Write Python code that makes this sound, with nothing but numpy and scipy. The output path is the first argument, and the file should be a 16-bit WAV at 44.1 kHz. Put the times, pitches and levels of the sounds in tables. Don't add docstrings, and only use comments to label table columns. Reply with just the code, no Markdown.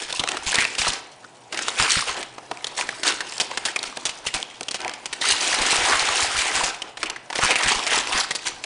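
import sys
import numpy as np
from scipy import signal
from scipy.fft import rfft, irfft, next_fast_len
from scipy.io import wavfile
from scipy.ndimage import uniform_filter1d

SR = 44100
rng = np.random.default_rng(int(sys.argv[2]) if len(sys.argv) > 2 else 0)


def generate_wav(sig):
    pcm = np.round(np.clip(np.atleast_2d(sig).T, -1, 1) * 32767).astype(np.int16)
    wavfile.write(sys.argv[1], SR, pcm)


N = 381465

TOP_HZ = 10100

# start in seconds, level of the click in dB,
# ring of the freed facet in Hz, length scale of the cascade in seconds, ring over crack in dB.
SNAPS = [(0.1263, -24.5, 3740, 0.0023, -5), (0.1951, -19.5, 3560, 0.0042, 1),
         (0.238, -25, 1240, 0.0017, -12), (0.2755, -25, 1240, 0.00087, -5), (0.288, -21, 2640, 0.0026, -6),
         (0.318, -26, 3150, 0.0012, -3), (0.37, -25, 1380, 0.003, -3), (0.473, -33, 2270, 0.0045, 0),
         (0.519, -25, 4400, 0.002, -17), (0.5429, -17.5, 2270, 0.0056, -7), (0.556, -19, 3620, 0.0013, -3),
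         (0.586, -17.5, 1970, 0.001, 8), (0.622, -23, 1420, 0.0033, -2), (0.651, -18.5, 2540, 0.0023, 6),
         (0.752, -30, 2800, 0.0014, -4), (0.783, -18, 2810, 0.011, -15), (0.817, -21, 2230, 0.0024, 1),
         (0.867, -25, 1270, 0.0012, 8), (0.878, -21.5, 4500, 0.007, -22), (0.934, -26.5, 4500, 0.0021, 0),
         (1.243, -38.5, 1480, 0.0054, 6), (1.5255, -27, 1320, 0.0047, -17), (1.545, -29, 1110, 0.0031, -8),
         (1.574, -25, 2470, 0.0044, -8), (1.5904, -24, 1320, 0.0027, -10), (1.683, -20, 1470, 0.0028, -16),
         (1.799, -18, 1450, 0.0012, -3), (1.9698, -33, 2200, .001, -1), (2.1442, -35, 3000, 0.0012, -3),
         (2.2291, -30.5, 2310, 0.0028, -5), (2.5726, -38, 2310, 0.001, -2), (2.6441, -24, 3420, 0.002, 1),
         (2.669, -27.5, 4180, 0.0033, -6), (2.8116, -23.5, 2600, 0.0023, 8),
         (2.89, -22.5, 1980, 0.0021, 4.5), (3.033, -21.5, 1750, 0.0041, -17),
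         (3.206, -23, 1700, 0.0045, -1), (3.273, -38, 2950, .0015, 9), (3.3225, -32, 2600, 0.0033, -7),
         (3.3808, -29, 4930, 0.0012, 2), (3.4001, -16, 3150, 0.0081, -7), (3.4125, -23.5, 4730, 0.0036, 10),
         (3.515, -29, 890, 0.0015, 4), (3.5736, -21, 1450, 0.0043, -20), (3.6528, -18.5, 3120, 0.0059, -23),
         (3.761, -19, 2380, 0.0035, 1.5), (3.7904, -27, 4170, 0.0016, 6), (3.8295, -26.5, 3670, 0.002, -25),
         (3.838, -29, 1300, 0.002, -9), (3.9721, -29.5, 2720, 0.0013, -12),
         (4.0537, -18, 3420, 0.0096, -15), (4.092, -26, 2990, 0.0033, -4), (4.266, -20.5, 2940, 0.0074, -6),
         (4.341, -22.5, 2770, 0.0044, -25), (4.347, -26, 1600, 0.0043, -16),
         (4.428, -25.5, 3470, 0.0012, 1), (4.6092, -29.5, 2560, 0.001, -20), (4.632, -33, 3970, 0.002, -8),
         (4.6841, -24.5, 3070, 0.0028, -1), (4.7109, -25.5, 4200, 0.0039, -8),
         (4.7438, -23.5, 2560, 0.0093, -20), (4.805, -33, 2400, 0.0011, -5),
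         (4.8167, -35, 4180, 0.00092, -4), (4.8476, -28.5, 2320, 0.0011, 4),
         (4.8796, -28, 2330, 0.00096, -4), (4.895, -30.5, 1750, 0.0012, -13),
         (4.937, -32, 2310, 0.0027, -15), (5.0575, -26, 3200, 0.0038, -18),
         (5.1284, -24.0, 2520, 0.005, -15), (5.2135, -22, 3870, 0.0055, 1), (5.527, -21, 1790, 0.0028, -1),
         (6.0879, -20, 1230, 0.0016, 0), (6.6082, -21, 1020, 0.0032, 18), (6.636, -21, 2750, 0.0088, -6),
         (6.7458, -35.5, 2820, .0015, 6), (6.8197, -25.5, 2900, 0.0033, 0), (6.972, -31, 980, 0.0037, -13),
         (7.0306, -20, 1490, 0.0049, -15), (7.058, -27, 2580, 0.0066, 4), (7.099, -25.5, 2900, 0.0032, -12),
         (7.161, -30.5, 1710, 0.0046, 7), (7.302, -26.5, 855, 0.0038, -1), (7.3282, -26.5, 990, 0.0034, -4),
         (7.3552, -22.5, 2400, 0.0065, -21), (7.427, -24, 1470, 0.0036, 0), (7.5069, -14.5, 2460, 0.007, 1),
         (7.557, -17, 2470, 0.0048, 0.5), (7.633, -22, 2500, 0.0042, -5), (7.66, -27, 1530, 0.0018, -9),
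         (7.8665, -19, 2340, 0.0092, -7), (8.3077, -20, 1980, 0.0058, -10),
         (8.3511, -22, 4400, 0.0065, -10), (8.4665, -26.5, 5150, 0.0055, -20),
         (8.6396, -26.5, 2730, 0.0028, -4)]
THUD_DB = -12.5
FIRST_CLICK_DB, SOFTER_DB_PER_S = -4, 1001


def snaps():
    track = np.zeros(N)
    for s, db, ring_hz, length, ring_db in SNAPS:
        first_db = FIRST_CLICK_DB - SOFTER_DB_PER_S * length
        click = snap(ring_hz, length, ring_db, first_db)
        add(track, s, amp(db) * level_in_10_ms(click + amp(THUD_DB) * thud()))
    return track


SLIPS_PER_S, FACET_Q = 3500, 3.16
CRACK_HZ, CRACK_FOLLOWS, CRACK_WIDTH = 4750, 0.66, 2.25


def snap(ring_hz, length, ring_db, first_db, size=4096):
    t = np.arange(size) / SR
    slips = np.tanh(rng.standard_normal(size)) * (rng.random(size) < SLIPS_PER_S / SR)
    fade_s = max(2.12 * length, 1 / SR)
    cascade = unit(slips * np.exp(-(t / fade_s) ** 2))
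    cascade[0] = np.sqrt(size) * amp(first_db)
    ring = filtered(cascade, lambda f: resonance(f, ring_hz, ring_hz / FACET_Q) ** 2)
    crack_hz = CRACK_HZ * (ring_hz / CRACK_HZ) ** CRACK_FOLLOWS
    crack = filtered(cascade, lambda f: resonance(f, crack_hz, CRACK_WIDTH * crack_hz) ** 2 * (f < TOP_HZ))
    return unit(amp(ring_db) * unit(ring) + unit(crack))


TICK_OVER_DB, TICK_TOP_DB, TICK_RANGE_DB = 4, -25, 8
TICK_CROWDING = .9


def ticks(count=200):
    crisp_db, track = handling()[0], np.zeros(N)
    due = np.cumsum(amp(TICK_CROWDING * crisp_db) * unevenness(np.arange(N) / SR) ** 2)
    for place, pitch, strength, span in rng.random((count, 4)):
        at = np.searchsorted(due, place * due[-1])
        db = min(crisp_db[at] + TICK_OVER_DB, TICK_TOP_DB) - TICK_RANGE_DB * strength
        click = snap(ring_hz=900 * 5 ** pitch, length=.0007 * 5 ** span, ring_db=4, first_db=-6)
        add(track, at / SR, amp(db) * level_in_10_ms(click))
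    return track


# frequency in Hz, relative density in dB per Hz.
CRISP_SPECTRUM = [(300, -34), (900, -24), (1600, -2.5), (2300, 0), (3200, -1.5), (4400, -1.8), (7000, -5.5),
                  (10000, -8)]
# frequency in Hz, relative density in dB per Hz.
HOLLOW_SPECTRUM = [(40, -4), (150, -15), (230, -3.5), (320, -2.5), (550, -5), (800, 1.5), (1400, 3.5),
                   (2000, 5), (3200, 4), (8000, -33)]
# frequency in Hz, width in Hz, level in dB.
BOX_MODES = [(503, 14, -7), (765, 78, -4.5), (980, 40, -2), (1325, 45, -8), (1510, 43, -6.5)]
# handling level in dB,
# share of the power while crumpling (0 to 1).
BUCKLING = [(-44, 0.43), (-33, 0.63)]
DULLING = 0.3


def rustle():
    crisp_db, hollow_db = handling()
    buckling = np.interp(crisp_db, *np.transpose(BUCKLING)) * unevenness(np.arange(N) / SR)
    small = crackle(rate=1800, centre_hz=3670, spread=1.435, cycles=3.05, scatter_db=3.0)
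    activity = 0.21 + np.tanh(avalanches(rate=70, fade=0.0098))
    grains = unit(activity * coloured(small, [(1500, -4), (8000, 15.5)]))
    hiss = patchy(rng.standard_normal(N), depth_db=3.0)
    mixed = np.sqrt(buckling) * grains + np.sqrt(1 - buckling) * hiss
    crisp = patchy(coloured(mixed, CRISP_SPECTRUM), depth_db=2.0, size=512)

    large = crackle(rate=900, centre_hz=916, spread=1.523, cycles=1.3, scatter_db=3.5)
    smooth = unit(coloured(rng.standard_normal(N), HOLLOW_SPECTRUM))
    hollow = unit(coloured(large, HOLLOW_SPECTRUM)) + amp(0.5) * smooth
    boxed = filtered(hollow, lambda f: 1 + sum(amp(db) * resonance(f, hz, width) for hz, width, db in BOX_MODES))
    boxed = patchy(boxed, depth_db=3.0, size=512)
    tilt_db = DULLING * np.clip(crisp_db + 27, -13, 5)
    boxed = shelf(boxed, corner_hz=430, gain_db=tilt_db) / amp(tilt_db)
    boxed = shelf(boxed, corner_hz=1390, gain_db=tilt_db)
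    return amp(crisp_db - 2.5) * crisp + amp(hollow_db - 4.5) * boxed


# start in seconds, hold in seconds, crisp crackle in dB,
# hollow rustle of the sheet on the box in dB (both before the trims in the rustle).
PULLS = [(0, 0.028, -28.5, -30), (0.082, 0.02, -29, -28.5), (0.14, .04, -30.5, -58),
         (0.194, 0.015, -30.5, -30), (0.288, 0.064, -47.5, -27), (0.465, 0.018, -24, -27.5),
         (0.519, 0.1, -25.5, -29), (0.796, 0.096, -24, -27), (0.916, 0.041, -27.5, -32),
         (1.53, .16, -33.5, -30.5), (1.778, 0.078, -18.5, -22), (1.885, 0.11, -17.5, -29),
         (2.065, 0.036, -22, -26.5), (2.15, .07, -37.5, -28.5), (2.775, 0.034, -25, -28.5),
         (3.048, 0.044, -18, -20.5), (3.504, .03, -39, -34), (3.657, 0.02, -26, -29.5),
         (3.839, 0.06, -37, -35.5), (4.069, .025, -35, -33.5), (4.245, .05, -31.5, -51),
         (4.338, 0.038, -27, -28), (4.793, .12, -48, -28.5), (5.226, 0.098, -17.5, -26),
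         (5.409, 0.14, -20.5, -27.5), (5.581, 0.3775, -19.5, -21.5), (5.978, 0.15, -21.5, -24.5),
         (6.141, 0.12, -20, -28), (6.301, .05, -26, -32), (6.364, 0.055, -17.5, -28),
         (6.446, .045, -24, -30), (6.535, 0.06, -19.5, -25), (6.637, .02, -21, -41),
         (6.835, 0.059, -44, -34.5), (6.971, 0.036, -38.5, -42), (7.019, 0.092, -56, -30),
         (7.343, .06, -38.5, -34), (7.412, 0.11, -20, -19.5), (7.584, 0.06, -27, -23.5),
         (7.662, .06, -19, -19), (7.751, .04, -25, -29), (7.912, 0.055, -21.5, -21.5),
         (8.118, .09, -20.5, -21.5), (8.455, 0.019, -26.5, -24.5)]
# time in seconds, crisp level in dB (before the trim).
HELD = [(0, -39.5), (.96, -34.5), (1.06, -50), (1.51, -51.5), (1.6, -34.5), (2.12, -39), (2.3, -48.5),
        (2.52, -46.5), (2.7, -39), (3.55, -37.5), (4.55, -46.5), (5.15, -42), (5.4, -25.5), (6.68, -26.5),
        (6.88, -58), (7.29, -52), (7.38, -29), (8.08, -30), (8.3, -38.5), (8.62, -45.5)]
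HELD_HOLLOW_DB = 1
ATTACK_S, ATTACK_SHARE, RELEASE_S = .002, .05, 0.03


def handling():
    t = np.arange(N) / SR
    held = amp(np.interp(t, *np.transpose(HELD))) ** 2
    crisp, hollow = held.copy(), held * amp(HELD_HOLLOW_DB) ** 2
    u = np.arange(-SR // 10, SR) / SR
    for s, hold, crisp_db, hollow_db in PULLS:
        rise = (1 + np.tanh(u / (ATTACK_S + ATTACK_SHARE * hold) / 2)) / 2
        effort = rise * np.exp(-np.maximum(u - hold, 0) / RELEASE_S)
        effort = effort[s + u >= 0]
        add(crisp, s + u[0], (amp(crisp_db) * effort) ** 2)
        add(hollow, s + u[0], (amp(hollow_db) * effort) ** 2)
    return 10 * np.log10(crisp), 10 * np.log10(hollow)


SLIDE_START_S, SLIDE_END_S = 5.38, 6.62
SLIDE_SMOOTHING = .4


def unevenness(t):
    return np.where((t > SLIDE_START_S) & (t < SLIDE_END_S), 1 - SLIDE_SMOOTHING, 1)


def crackle(rate, centre_hz, spread, cycles, scatter_db, size=200):
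    place, pitch, strength, side = rng.random((int(rate * N / SR), 4)).T
    hz = np.minimum(centre_hz * 2 ** (spread * (2 * pitch - 1)), TOP_HZ)
    turns = hz[:, None] * np.arange(size) / SR
    gain = np.sign(side - .5) * amp(-scatter_db * np.log(strength + .02))
    rings = gain[:, None] * np.cos(2 * np.pi * turns) * np.exp(-turns / cycles)
    at = (place * N).astype(int)[:, None] + np.arange(size)
    return unit(np.bincount(at.ravel(), rings.ravel(), N + size)[:N])


def avalanches(rate, fade):
    triggers = (rng.random(N) < rate / SR) * rng.random(N)
    return signal.lfilter([1], [1, -np.exp(-1 / (fade * SR))], triggers)


def patchy(x, depth_db, size=128):
    _, t, z = signal.stft(x, SR, nperseg=size)
    across_pitch = uniform_filter1d(rng.standard_normal(z.shape), size=5, axis=0)
    field = unit(uniform_filter1d(across_pitch, size=12, axis=1))
    changed = z * amp(depth_db * unevenness(t) * field)
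    return unit(signal.istft(changed, nperseg=size)[1][:N])


# centre in seconds, level at the centre in dB,
# middle pitch in Hz, half length in seconds (to 1/e).
SCRAPES = [(0.606, -23, 2350, 0.046), (1.815, -21, 1540, 0.022), (5.305, -26, 4000, 0.035),
           (5.925, -19, 1290, 0.042), (7.432, -19, 1170, 0.0073), (7.703, -27.5, 1900, 0.015),
           (7.923, -24.5, 2540, 0.054)]


def scrapes():
    t, track = np.arange(N) / SR, np.zeros(N)
    for s, db, hz, half in SCRAPES:
        slips = crackle(rate=690, centre_hz=hz, spread=0.38, cycles=1.9, scatter_db=-0.5)
        track += amp(db) * np.exp(-((t - s) / half) ** 2) * slips
    return track


# start in seconds, level of the thud in dB.
BUMPS = [(.237, -25.5), (.586, -28.5), (.868, -29), (1.97, -33), (2.174, -34), (2.382, -34.5),
         (2.5134, -25.5), (3.4139, -31), (3.972, -33), (4.61, -32.5), (4.745, -32), (5.057, -37.5),
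         (5.727, -24), (7.03, -31), (7.355, -31), (7.39, -23.5)]
BUMP_HZ, BUMP_TAP_DB = 886, -3.5


def bumps():
    track = np.zeros(N)
    for s, db in BUMPS:
        tap = snap(BUMP_HZ, length=0.0024, ring_db=-28.0, first_db=-8.0)
        add(track, s, amp(db) * level_in_10_ms(thud() + amp(BUMP_TAP_DB) * tap))
    return track


# frequency in Hz, relative density in dB per Hz.
THUD_SPECTRUM = [(40, -20), (150, -8), (300, -1), (650, 3), (1100, 0.5), (3000, -37), (9000, -38)]


def thud(size=4096):
    shake = rng.standard_normal(size) * np.exp(-np.arange(size) / SR / 0.0086)
    shake[0] = 8
    return unit(coloured(shake, THUD_SPECTRUM))


# time of the deepest dip in seconds, base level in dB
PUFFS = [(0.2, -36), (0.469, -36), (0.584, -34), (0.8, -36), (0.89, -38), (1.801, -30), (1.969, -32),
         (4.268, -44), (4.348, -41), (5.607, -35.5), (6.57, -41), (6.637, -37), (7.438, -32.5),
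         (7.663, -31), (7.763, -36.5), (8.15, -36)]


def puffs(size=4096):
    track, t = np.zeros(N), np.arange(size) / SR
    spectrum = [(30, -23.0), (70, -1.0), (140, 6.0), (260, 3.0), (700, -32.0)]  # Hz, dB per Hz
    for (s, db), chance in zip(PUFFS, rng.standard_normal(len(PUFFS))):
        rise = 0.00172 * np.exp(0.35 * chance)
        dip = (t / rise / 2) ** 2 * np.exp(2 - t / rise)
        soft = unit(coloured(rng.standard_normal(size), spectrum)) * np.exp(-t / 0.024)
        add(track, s - 2 * rise, amp(db) * (amp(-1.0) * soft - amp(8.5) * dip))
    return filtered(track, lambda f: 1j * f / (1j * f + 20))


FLUTTER_DB, FLUTTER_HZ, FLUTTER_WIDTH_HZ = -30, 50, 100


def flutter():
    air = filtered(rng.standard_normal(N), lambda f: resonance(f, FLUTTER_HZ, FLUTTER_WIDTH_HZ) ** 2)
    return amp(handling()[0] + FLUTTER_DB) * unit(air * avalanches(rate=18, fade=0.013))


# frequency in Hz, time to fall by 60 dB in seconds.
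ROOM = [(150, 0.68), (1000, 0.63), (4000, 0.52), (10000, 0.093)]


def room(x, count=24):
    wet = np.zeros(N)
    hop = N // count + 1
    for start in range(0, N, hop):
        hz, t, z = signal.stft(rng.standard_normal(SR // 2), SR, nperseg=256)
        decay = amp(-60 * t / along(ROOM, hz)[:, None])
        tail = signal.istft(z * decay, SR, nperseg=256)[1]
        tail = tail * (1 - np.exp(-np.arange(len(tail)) / SR / 0.017))
        add(wet, start / SR, signal.fftconvolve(x[start:start + hop], tail / np.linalg.norm(tail)))
    return wet


# frequency in Hz, relative density in dB per Hz.
FAN_SPECTRUM = [(20, -24.5), (80, -25), (120, 3), (160, -6.5), (436, -2), (720, 1), (930, 1), (1300, -12),
                (3500, -24), (10000, -25.5)]


def fan():
    return amp(-50.0) * unit(coloured(rng.standard_normal(N), FAN_SPECTRUM))


def amp(db):
    return 10 ** (np.asarray(db) / 20)


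def unit(x):
    return x / np.sqrt(np.mean(x ** 2) + 1e-20)


def level_in_10_ms(x):
    return x * np.sqrt(.01 * SR / len(x))


def along(points, hz):
    f, v = np.transpose(points)
    return np.interp(np.log(hz + 1), np.log(f), v)


def filtered(x, response):
    m = next_fast_len(2 * len(x))
    return irfft(rfft(x, m) * response(np.fft.rfftfreq(m, 1 / SR)), m)[:len(x)]


def coloured(x, spectrum, size=4096):
    gain = amp(along(spectrum, np.fft.rfftfreq(size, 1 / SR)))
    cepstrum = irfft(np.log(gain))
    cepstrum[1:size // 2] *= 2
    cepstrum[size // 2:] = 0
    return signal.fftconvolve(x, irfft(np.exp(rfft(cepstrum))))[:len(x)]


def resonance(f, hz, width):
    return 1j * f * width / (hz * hz - f * f + 1j * f * width)


def shelf(x, corner_hz, gain_db):
    low = filtered(x, lambda f: 1 / (1 + (f / corner_hz) ** 4))
    return low + amp(gain_db) * (x - low)


def add(track, s, sound):
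    start = max(round(s * SR), 0)
    part = track[start:start + len(sound)]
    part += sound[:len(part)]


def scene():
    clicks = snaps() + bumps() + ticks()
    sheet = rustle() + scrapes()
    reverberation = room(amp(-17) * clicks + amp(-16.0) * sheet)
    mono = clicks + sheet + reverberation + puffs() + flutter() + fan()
    return np.array([mono, mono])


def record(dry):
    return np.array([filtered(channel, lambda hz: 1 / np.sqrt(1 + (hz / TOP_HZ) ** 240)) for channel in dry])


dry = scene()
out = record(dry)
generate_wav(out)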